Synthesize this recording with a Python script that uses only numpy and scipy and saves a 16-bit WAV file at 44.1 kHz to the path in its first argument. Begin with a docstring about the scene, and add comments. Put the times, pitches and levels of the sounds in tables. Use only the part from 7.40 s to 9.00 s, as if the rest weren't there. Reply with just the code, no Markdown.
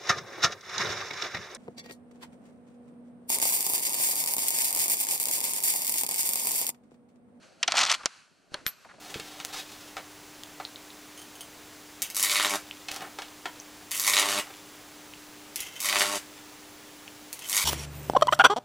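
"""Coin in a box of toy bricks

A coin is tapped, dragged over the studs and dropped in a small plastic box of bricks, heard close by.
Blows are snaps, noise cracks and short decaying brick modes; the drag is clumped tiny slips.
The drop adds dry ticks and very high coin modes; knocks ring the wall, low swings push the base plate.
Shaped noise makes scuffs, rustling fingers, hand rumble and the hush of a quiet room.
"""
import sys
import numpy as np
from scipy import signal
from scipy.fft import rfft, irfft
from scipy.io import wavfile
from scipy.ndimage import uniform_filter1d

SR = 44100
rng = np.random.default_rng(int(sys.argv[2]) if len(sys.argv) > 2 else 0)


def waveform_to_disk(signal):
    """Save audio, clipped to [-1, 1], as 16-bit WAV at the path in sys.argv[1]."""
    frames = np.transpose(np.atleast_2d(signal))
    scaled = np.clip(frames, -1, 1) * 32767
    samples = np.round(scaled).astype(np.int16)
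    wavfile.write(sys.argv[1], SR, samples)


N = 70560

# Blows of the coin. Each row: start in seconds, level in dB, bass share in dB, treble share in dB,
# ring length factor, snap in dB.
BLOWS = [(0.2294, -5, -25.5, -11, 0.68, -1.5), (0.2317, -4.5, -23, -17.5, 0.66, -29),
         (0.2335, -15.5, -9.5, -31, 1, 2), (0.2775, -14, -13, -12, 0.69, -1),
         (0.2797, -8.5, -14.5, -10, 1, 3), (0.2815, -12, -36, -17.5, 0.57, 3.5),
         (0.2836, -13.5, -9.5, -28, 1, -29.5), (0.3211, -13.5, -7.5, -6, 1, 8),
         (0.3403, -20, 2, -21, 0.96, -3.5), (0.354, -17, -5, -7.5, 1, 0), (0.3593, -18, -8.5, -13, 0.98, 1),
         (0.3699, -11.5, -28, -9, 0.6, 5), (0.372, -15, -4.5, -11.5, 0.55, -1.5),
         (0.3809, -11.5, -11.5, -6.5, 0.77, 6.5), (0.3832, -6.5, -12, -18, 0.48, 2.5),
         (0.3893, -5.5, -17, -6.5, 0.75, -13.5), (0.3926, -12, -11.5, -5, 0.69, 1),
         (0.3984, -16.5, -3, -3, 0.98, 0), (0.4044, -13.5, -6, -1.5, 0.47, -6),
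         (0.4122, -7.5, -15, -8.5, 0.52, -4), (0.4165, -8, -17, -11, 0.7, 0.5),
         (0.421, -14.5, -4, -12, 1, 6), (0.4327, -7, -18.5, -11, 1, -13),
         (0.4371, -11.5, -8, -6, 0.93, -7.5), (0.4511, -15.5, -10.5, -2, 0.82, -5.5),
         (0.463, -17.5, -15, -10, 1, 8), (0.4861, -15, -13.5, -27, 1, 3.5),
         (0.4975, -8, -20, -16.5, 0.68, 1.5), (0.4996, -11, -18, -7, 1, -8),
         (0.5032, -20, -1.5, -6, 1, 0.5), (0.5127, -9, -10, -13.5, 0.38, -14),
         (0.5163, -10, -8.5, -2, 0.56, 4.5), (0.5248, -12, -14, 3.5, 0.42, -11.5),
         (0.6335, -31.5, -3, -19, 0.9, -5), (0.658, -10, -10.5, -2, 0.69, 5)]
# Knocks on the box wall. Each row: start in seconds, level in dB, bass share in dB, treble share in dB,
# ring length factor, snap in dB.
WALL_KNOCKS = [(1.1424, -14.5, -22, -20, 0.69, 3), (1.1455, -28.5, -11.5, -21, 0.67, 11)]
# Shares of a plain blow. Each row: frequency in Hz, share in dB.
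PLAIN_SHARES = [(900, -8), (3000, 2.5), (8000, -2)]
# Spectrum of snap and crack. Each row: frequency in Hz, density in dB per Hz.
CRACK_SPECTRUM = [(150, -48), (450, -12), (700, -1), (2600, -1.5), (3900, -1), (5900, 4), (8500, -7.5),
                  (11000, -23), (13000, -40)]
CRACK_DB, CRACK_T60_S, TREBLE_SPEED = -12, 0.053, 2.15  # speed: treble decay rate over dull decay rate
# Modes of the hollow bricks. Each row: frequency in Hz, level in dB.
BRICK_MODES = [(700, -8.5), (985, -16), (1340, 4), (2010, -4.5), (2510, -0.5), (2790, -5.5), (3040, -7),
               (3350, 6), (4180, 6), (4700, -2), (5170, -13), (5800, -8), (7300, -2.5)]
# Each row: frequency in Hz, level in dB, t60 in seconds, shorter with pitch.
BRICK_RINGS = [(hz, db, 0.045 * (hz / 1000) ** -0.4) for hz, db in BRICK_MODES]
BRICK_DB, BRICK_DETUNE = -8, 0.02
BRICK_LOW_CUT_HZ = 570  # blows and drag carry little below this
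# Modes of the box wall. Each row: frequency in Hz, level in dB, t60 in seconds.
WALL_MODES = [(605, -4, 0.054), (1108, -23.5, 0.11), (1568, -6.5, 0.038), (3290, -8.5, 0.035),
              (4300, 2.5, 0.026), (9200, 4, 0.018)]
WALL_DB = 3.5

# Drag over the studs. Each row: time in seconds, level in dB.
DRAG_LEVEL = [(.285, -49), (.3, -36), (.315, -35), (.334, -42.5), (.35, -35), (.375, -23), (.4, -28),
              (.43, -25), (.445, -29.5), (.46, -31), (.475, -28.5), (.492, -35.5), (.51, -23.5),
              (.53, -28.5), (.548, -30), (.56, -37), (.572, -45)]
# Slips are duller than blows. Each row: frequency in Hz, change in dB.
DRAG_DULLING = [(3000, -1), (7000, -9.5), (12000, -7.5)]
SLIPS_PER_S, SLIP_SPREAD_DB, CLUMP_DB = 3000, 2.5, 2.5
DRAG_RING_DB, STUD_DETUNE = 3.5, 0.05

# Contacts as the dropped coin lands flat and rebounds. Each row: start in seconds, peak in dB.
TICKS = [(1.26522, -7.5), (1.26575, -6.5), (1.2702, -32), (1.2721, -27), (1.2745, -29), (1.2771, -29),
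         (1.2788, -22), (1.2801, -27), (1.2869, -27), (1.2912, -34), (1.2936, -33), (1.2996, -38),
         (1.304, -39)]
# Spectrum of a contact. Each row: frequency in Hz, density in dB per Hz.
TICK_SPECTRUM = [(400, -19), (1500, -8), (4000, -2), (11000, -8.5)]
TICK_S = 0.0001  # decay time constant
# Modes of the coin. Each row: frequency in Hz, level in dB, t60 in seconds.
COIN_MODES = [(11500, -7, .05), (12130, -2, .04), (12240, -5, 0.069), (12410, -1.5, 0.044),
              (12480, -9, .06), (12615, -9.5, .085), (12800, -5, 0.049)]
# Blows that leave the coin free to ring. Each row: start in seconds, peak in dB, ring length factor.
PINGS = [(1.2668, -19.5, 0.35), (1.2718, -16.5, 0.4), (1.279, -21.5, 1), (1.291, -28, 0.89),
         (1.297, -29, 0.8)]
CHATTER_S, TREMBLE_DB, TREMBLE_S = 0.0013, -48, 0.088  # a faint tremble as the coin settles

# Low pushes through the base plate. Each row: start in seconds, peak in dB, length in ms, swing back 0-1.
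THUDS = [(0.37, -40.5, 1.2, 0.4), (0.658, -18.5, 0.71, .9), (1.12, -42, 1.9, .6), (1.139, -38, 0.88, 1),
         (1.1453, -29.5, 0.7, 0.9), (1.2657, -36, 1.2, 0.4)]
# Soft scuffs and slides on plastic. Each row: start in seconds, length in seconds, level in dB,
# centre in Hz, width in Hz.
SCUFFS = [(0.592, 0.036, -49.5, 1220, 929), (0.608, .02, -45, 1200, 596), (0.632, 0.06, -48.5, 1480, 2050),
          (1.125, 0.0073, -57.5, 487, 900), (1.163, 0.075, -52.5, 1290, 2510),
          (1.147, 0.019, -42, 1095, 1420), (.282, .016, -31.5, 790, 415), (1.447, 0.012, -50, 1590, 1530),
          (1.454, 0.026, -51.5, 754, 703), (1.489, 0.035, -53, 1590, 1260), (1.509, .016, -46.5, 1350, 620),
          (1.539, 0.014, -54, 965, 1512), (1.582, 0.02, -53, 664, 604)]
# Fingers on plastic. Each row: time in seconds, rustle level in dB.
RUSTLE_LEVEL = [(0, -67), (.03, -56), (.11, -62.5), (.19, -65), (.225, -55.5), (.57, -48.5), (.645, -54),
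                (.69, -54), (.71, -52.5), (.8, -56.5), (.84, -61), (.9, -67), (1.1, -70.5), (1.14, -51.5),
                (1.2, -58.5), (1.25, -62), (1.275, -39), (1.305, -52.5), (1.36, -59.5), (1.44, -58.5),
                (1.6, -62)]
# Each row: frequency in Hz, density in dB per Hz.
RUSTLE_SPECTRUM = [(300, -23), (700, -8.5), (1450, 3), (2000, -4.5), (2650, -1), (3600, -8), (4400, -1),
                   (5100, -8.5), (5800, -6.5), (8000, -11), (11000, -21), (12200, -36), (13200, -56)]
# Low rumble of the hand. Each row: time in seconds, level in dB.
RUMBLE_LEVEL = [(0, -63.5), (.03, -59), (.19, -62.5), (.33, -49.5), (.43, -50.5), (.57, -59.5), (.69, -85),
                (.95, -72.5), (1.08, -67.5), (1.13, -60), (1.23, -59.5), (1.36, -70.5), (1.6, -58)]
# Each row: frequency in Hz, density in dB per Hz.
RUMBLE_SPECTRUM = [(20, -19.5), (60, -22.5), (200, 0.5), (400, -6), (650, -1), (1000, -24.5), (2000, -63)]
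# Quiet room. Each row: frequency in Hz, density in dB per Hz.
HUSH_SPECTRUM = [(12, -64), (20, -29), (152, -6), (195, -0.5), (408, -10.5), (567, -13), (1560, -12.5),
                 (2170, -27.5), (11900, -27.5), (14000, -45.5)]
HUSH_RMS_DB = -72

# Stereo noise. Each row: frequency in Hz, left-right likeness.
LIKENESS = [(60, -2.3), (230, 0.48), (900, 0.48), (3510, 0.95), (13600, 0.53)]
# Side signal of the ports. Each row: frequency in Hz, level in dB.
SIDE_LEVEL = [(60, -5.5), (200, -4), (500, -18.5), (1200, -13.5), (2500, -15), (5000, -22), (8500, -5.5),
              (12500, -13.5)]
TILT_DB = 0.5  # left minus right
# Room decay. Each row: frequency in Hz, t60 in seconds.
ROOM_DECAY = [(300, 0.083), (2000, 0.079), (8000, 0.054)]
ROOM_DB = -22.5
# Microphone roll-off. Each row: frequency in Hz, gain in dB.
TREBLE_ROLL_OFF = [(12900, 0), (13500, -34.5), (14200, -31)]
BAND_EDGE_HZ = 14228


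def struck(table, modes, modes_db, detune):
    """Each blow: a snap, a crack of noise and the modes of what is struck, coloured by where it lands."""
    out, t, hz = np.zeros(N), np.arange(4096) / SR, np.fft.rfftfreq(2048, 1 / SR)
    snap = peak(causal(read(CRACK_SPECTRUM, hz)))
    share_hz, plain_db = np.transpose(PLAIN_SHARES)
    for s, db, bass_db, treble_db, stretch, snap_db in table:
        raw, chance = np.split(rng.standard_normal(4200), [len(t)])
        dull = uniform_filter1d(raw, size=7)
        fade_db = -60 * t / max(CRACK_T60_S * stretch, 1e-3)
        crack = gain_of(fade_db) * dull + gain_of(TREBLE_SPEED * fade_db) * (raw - dull)
        kick = gain_of(CRACK_DB) * crack
        kick[0] = gain_of(snap_db)
        body = signal.oaconvolve(kick, snap)[:len(t)]
        body = body + gain_of(modes_db) * peak(ring(modes, t, 1 + detune * chance, stretch))
        shares_db = np.array([bass_db, 0, treble_db]) - plain_db
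        colour = causal(read(list(zip(share_hz, shares_db)), hz))
        add(out, s, gain_of(db) * signal.oaconvolve(body, colour)[:len(t)])
    return out


def brick_blows():
    """The coin's blows excite the brick modes, slightly detuned each time."""
    return struck(BLOWS, BRICK_RINGS, BRICK_DB, BRICK_DETUNE)


def drag():
    """Clumped tiny slips of the coin edge, partly ringing the bricks, each stud a little differently."""
    heights = gain_of(SLIP_SPREAD_DB * np.minimum(rng.exponential(1, N), 5))
    happens = rng.random(N) < SLIPS_PER_S / SR
    clumps = gain_of(CLUMP_DB * evened(uniform_filter1d(rng.standard_normal(N), size=130)))
    slips = heights * happens * clumps * rng.choice([-1., 1.], N)
    hz = np.fft.rfftfreq(2048, 1 / SR)
    scrape = signal.oaconvolve(slips, causal(read(CRACK_SPECTRUM, hz) + read(DRAG_DULLING, hz)))[:N]
    stud, rung, ring_t = rng.integers(0, 8, N), np.zeros(N), np.arange(3000) / SR
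    for k in range(8):
        factors = 1 + STUD_DETUNE * rng.standard_normal(len(BRICK_RINGS))
        rung += signal.oaconvolve(slips * (stud == k), ring(BRICK_RINGS, ring_t, factors, 1.0))[:N]
    t = np.arange(N) / SR
    edges = np.clip(np.minimum(t - DRAG_LEVEL[0][0], DRAG_LEVEL[-1][0] - t) / 0.022, 0, 1)  # 22 ms ramps
    blend = evened(evened(scrape) + gain_of(DRAG_RING_DB) * evened(rung))
    return edges * gain_of(curve(DRAG_LEVEL)) * blend


def wall_knocks():
    """Knocks excite the fixed modes of the box wall."""
    return struck(WALL_KNOCKS, WALL_MODES, WALL_DB, 0)


def ticks():
    """Each contact is a dry, very short scratch."""
    out, t = np.zeros(N), np.arange(256) / SR
    colour = causal(read(TICK_SPECTRUM, np.fft.rfftfreq(512, 1 / SR)))
    for s, db in TICKS:
        scratch = (1 + 0.1 * rng.standard_normal(len(t))) * np.exp(-t / TICK_S)
        add(out, s, gain_of(db) * peak(np.convolve(scratch, colour)))
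    return out


def pings():
    """The coin's own high modes, set off by a brief chatter of contact."""
    out, t = np.zeros(N), np.arange(8192) / SR
    envelope = np.exp(-t / CHATTER_S) + gain_of(TREMBLE_DB) * np.exp(-t / TREMBLE_S)
    for s, db, stretch in PINGS:
        raw = rng.standard_normal(len(t))
        modes = ring(COIN_MODES, t, 1 + 0.002 * raw[::-1], stretch)  # detuned by the last few draws
        add(out, s, gain_of(db) * peak(signal.oaconvolve(modes, raw * envelope)))
    return out


def thuds():
    """Each push is one smooth low swing."""
    out = np.zeros(N)
    for s, db, ms, back in THUDS:
        u = np.arange(2000) / SR / (max(ms, 0.1) / 1000 / 3)  # time constant: a third of the length
        add(out, s, gain_of(db) * peak(u * (1 - back * u / 2) * np.exp(-u)))
    return out


def scuffs():
    """Grainy noise in one broad resonance, quick rise and slow fall."""
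    out, hz = np.zeros(N), np.fft.rfftfreq(4096, 1 / SR)
    for s, length_s, db, centre_hz, width_hz in SCUFFS:
        raw = rng.standard_normal(4096)
        grain = raw * abs(raw)
        band = irfft(rfft(grain) / (1 + (2 * (hz - centre_hz) / width_hz) ** 2))
        u = np.arange(4096) / SR / length_s
        add(out, s, gain_of(db) * evened(band) * np.sin(np.pi * np.minimum(u, 1) ** 0.41))
    return out


def rustle():
    """Finger friction as mid-band noise with a moving level."""
    return noise(RUSTLE_SPECTRUM, curve(RUSTLE_LEVEL), patchy_db=0.0)


def rumble():
    """Hand movement as patchy low noise with a moving level."""
    return noise(RUMBLE_SPECTRUM, curve(RUMBLE_LEVEL), patchy_db=2.0)


def hush():
    """Quiet room as faint patchy noise."""
    return noise(HUSH_SPECTRUM, HUSH_RMS_DB, patchy_db=4.0)


def noise(spectrum, level_db, patchy_db):
    """Stereo noise from random short-time spectra with drifting patches."""
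    frames, hz = N // 128 + 5, np.fft.rfftfreq(512, 1 / SR)
    a, b, c, d, patch = rng.standard_normal((frames, 257, 5)).T
    patch = uniform_filter1d(patch, size=6, axis=0)  # across frequency
    patch = evened(uniform_filter1d(patch, size=10, axis=1))  # across time
    same = np.clip(read(LIKENESS, hz), -1, 1)[:, None]
    left = a + 1j * b
    right = same * left + np.sqrt(1 - same ** 2) * (c + 1j * d)
    z = np.array([left, right]) * gain_of(read(spectrum, hz)[:, None] + patchy_db * patch)
    return gain_of(level_db) * evened(signal.istft(z, nperseg=512, noverlap=384)[1][:, :N])


def room(x):
    """Sparse random taps, each band dying at its own speed, other taps per channel."""
    taps = np.zeros((2, SR // 2))
    slots = np.arange(200, SR // 2 - 20, 20)
    at = slots + rng.integers(0, 20, (2, len(slots)))
    np.put_along_axis(taps, at, rng.choice([-1., 1.], at.shape), 1)
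    hz, t, z = signal.stft(taps, SR, nperseg=256)
    fade_db = -60 * t / np.maximum(read(ROOM_DECAY, hz), 0.01)[:, None]
    tail = signal.istft(z * gain_of(fade_db), SR, nperseg=256)[1]
    return signal.fftconvolve(x[None], tail / np.linalg.norm(tail[0]), axes=1)[:, :N]


def ports(x):
    """Two close microphone ports: a quarter-turned side signal and a small balance."""
    z, tilt = rfft(x), gain_of(TILT_DB / 2)
    side = 1j * gain_of(read(SIDE_LEVEL, np.fft.rfftfreq(N, 1 / SR)))
    return irfft(np.array([z * (1 + side) * tilt, z * (1 - side) / tilt]), N)


def ring(modes, t, detune, stretch):
    """Sum of exponentially dying sine modes."""
    return sum(gain_of(db - 60 * t / max(t60 * stretch, 1e-3)) * np.sin(2 * np.pi * hz * d * t)
               for (hz, db, t60), d in zip(modes, detune))


def causal(db):
    """Minimum-phase response for a dB spectrum on rfft bins."""
    log = np.log(gain_of(np.maximum(db, -100)))
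    log = np.concatenate([log, log[-2:0:-1]])
    return np.fft.ifft(np.exp(np.conj(signal.hilbert(log)))).real[:len(db)]


def read(points, hz):
    """Reads a spectrum table on a log frequency axis."""
    f, value = np.transpose(points)
    return np.interp(np.log(hz + 1), np.log(f + 1), value)


def curve(table):
    """Level of a time table, per sample."""
    s, level = np.transpose(table)
    return np.interp(np.arange(N) / SR, s, level)


def gain_of(db):
    """dB to amplitude gain."""
    return 10 ** (np.asarray(db) / 20)


def evened(x):
    """Scales to rms 1."""
    return x / np.sqrt(np.mean(x ** 2) + 1e-20)


def peak(x):
    """Scales to peak 1."""
    return x / abs(x).max()


def add(mix, s, sound):
    """Mixes a sound in at time s."""
    part = mix[round(s * SR):][:len(sound)]
    part += sound[:len(part)]


def scene():
    """Coin and bricks in the room, over hand rustle, rumble and hush."""
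    low_cut = signal.butter(4, BRICK_LOW_CUT_HZ, "high", fs=SR, output="sos")
    bricks = signal.sosfilt(low_cut, brick_blows() + drag())
    near = bricks + wall_knocks() + ticks() + pings() + thuds() + scuffs()
    hand = rustle() + rumble()
    return ports(near) + gain_of(ROOM_DB) * room(near) + hand + hush()


def record(dry):
    """Treble roll-off, then the band limit."""
    dull = irfft(rfft(dry) * gain_of(read(TREBLE_ROLL_OFF, np.fft.rfftfreq(N, 1 / SR))), N)
    low_pass = signal.firwin(511, BAND_EDGE_HZ, window=("kaiser", 9), fs=SR)
    return signal.oaconvolve(dull, low_pass[None], "same")


dry = scene()
out = record(dry)
waveform_to_disk(out)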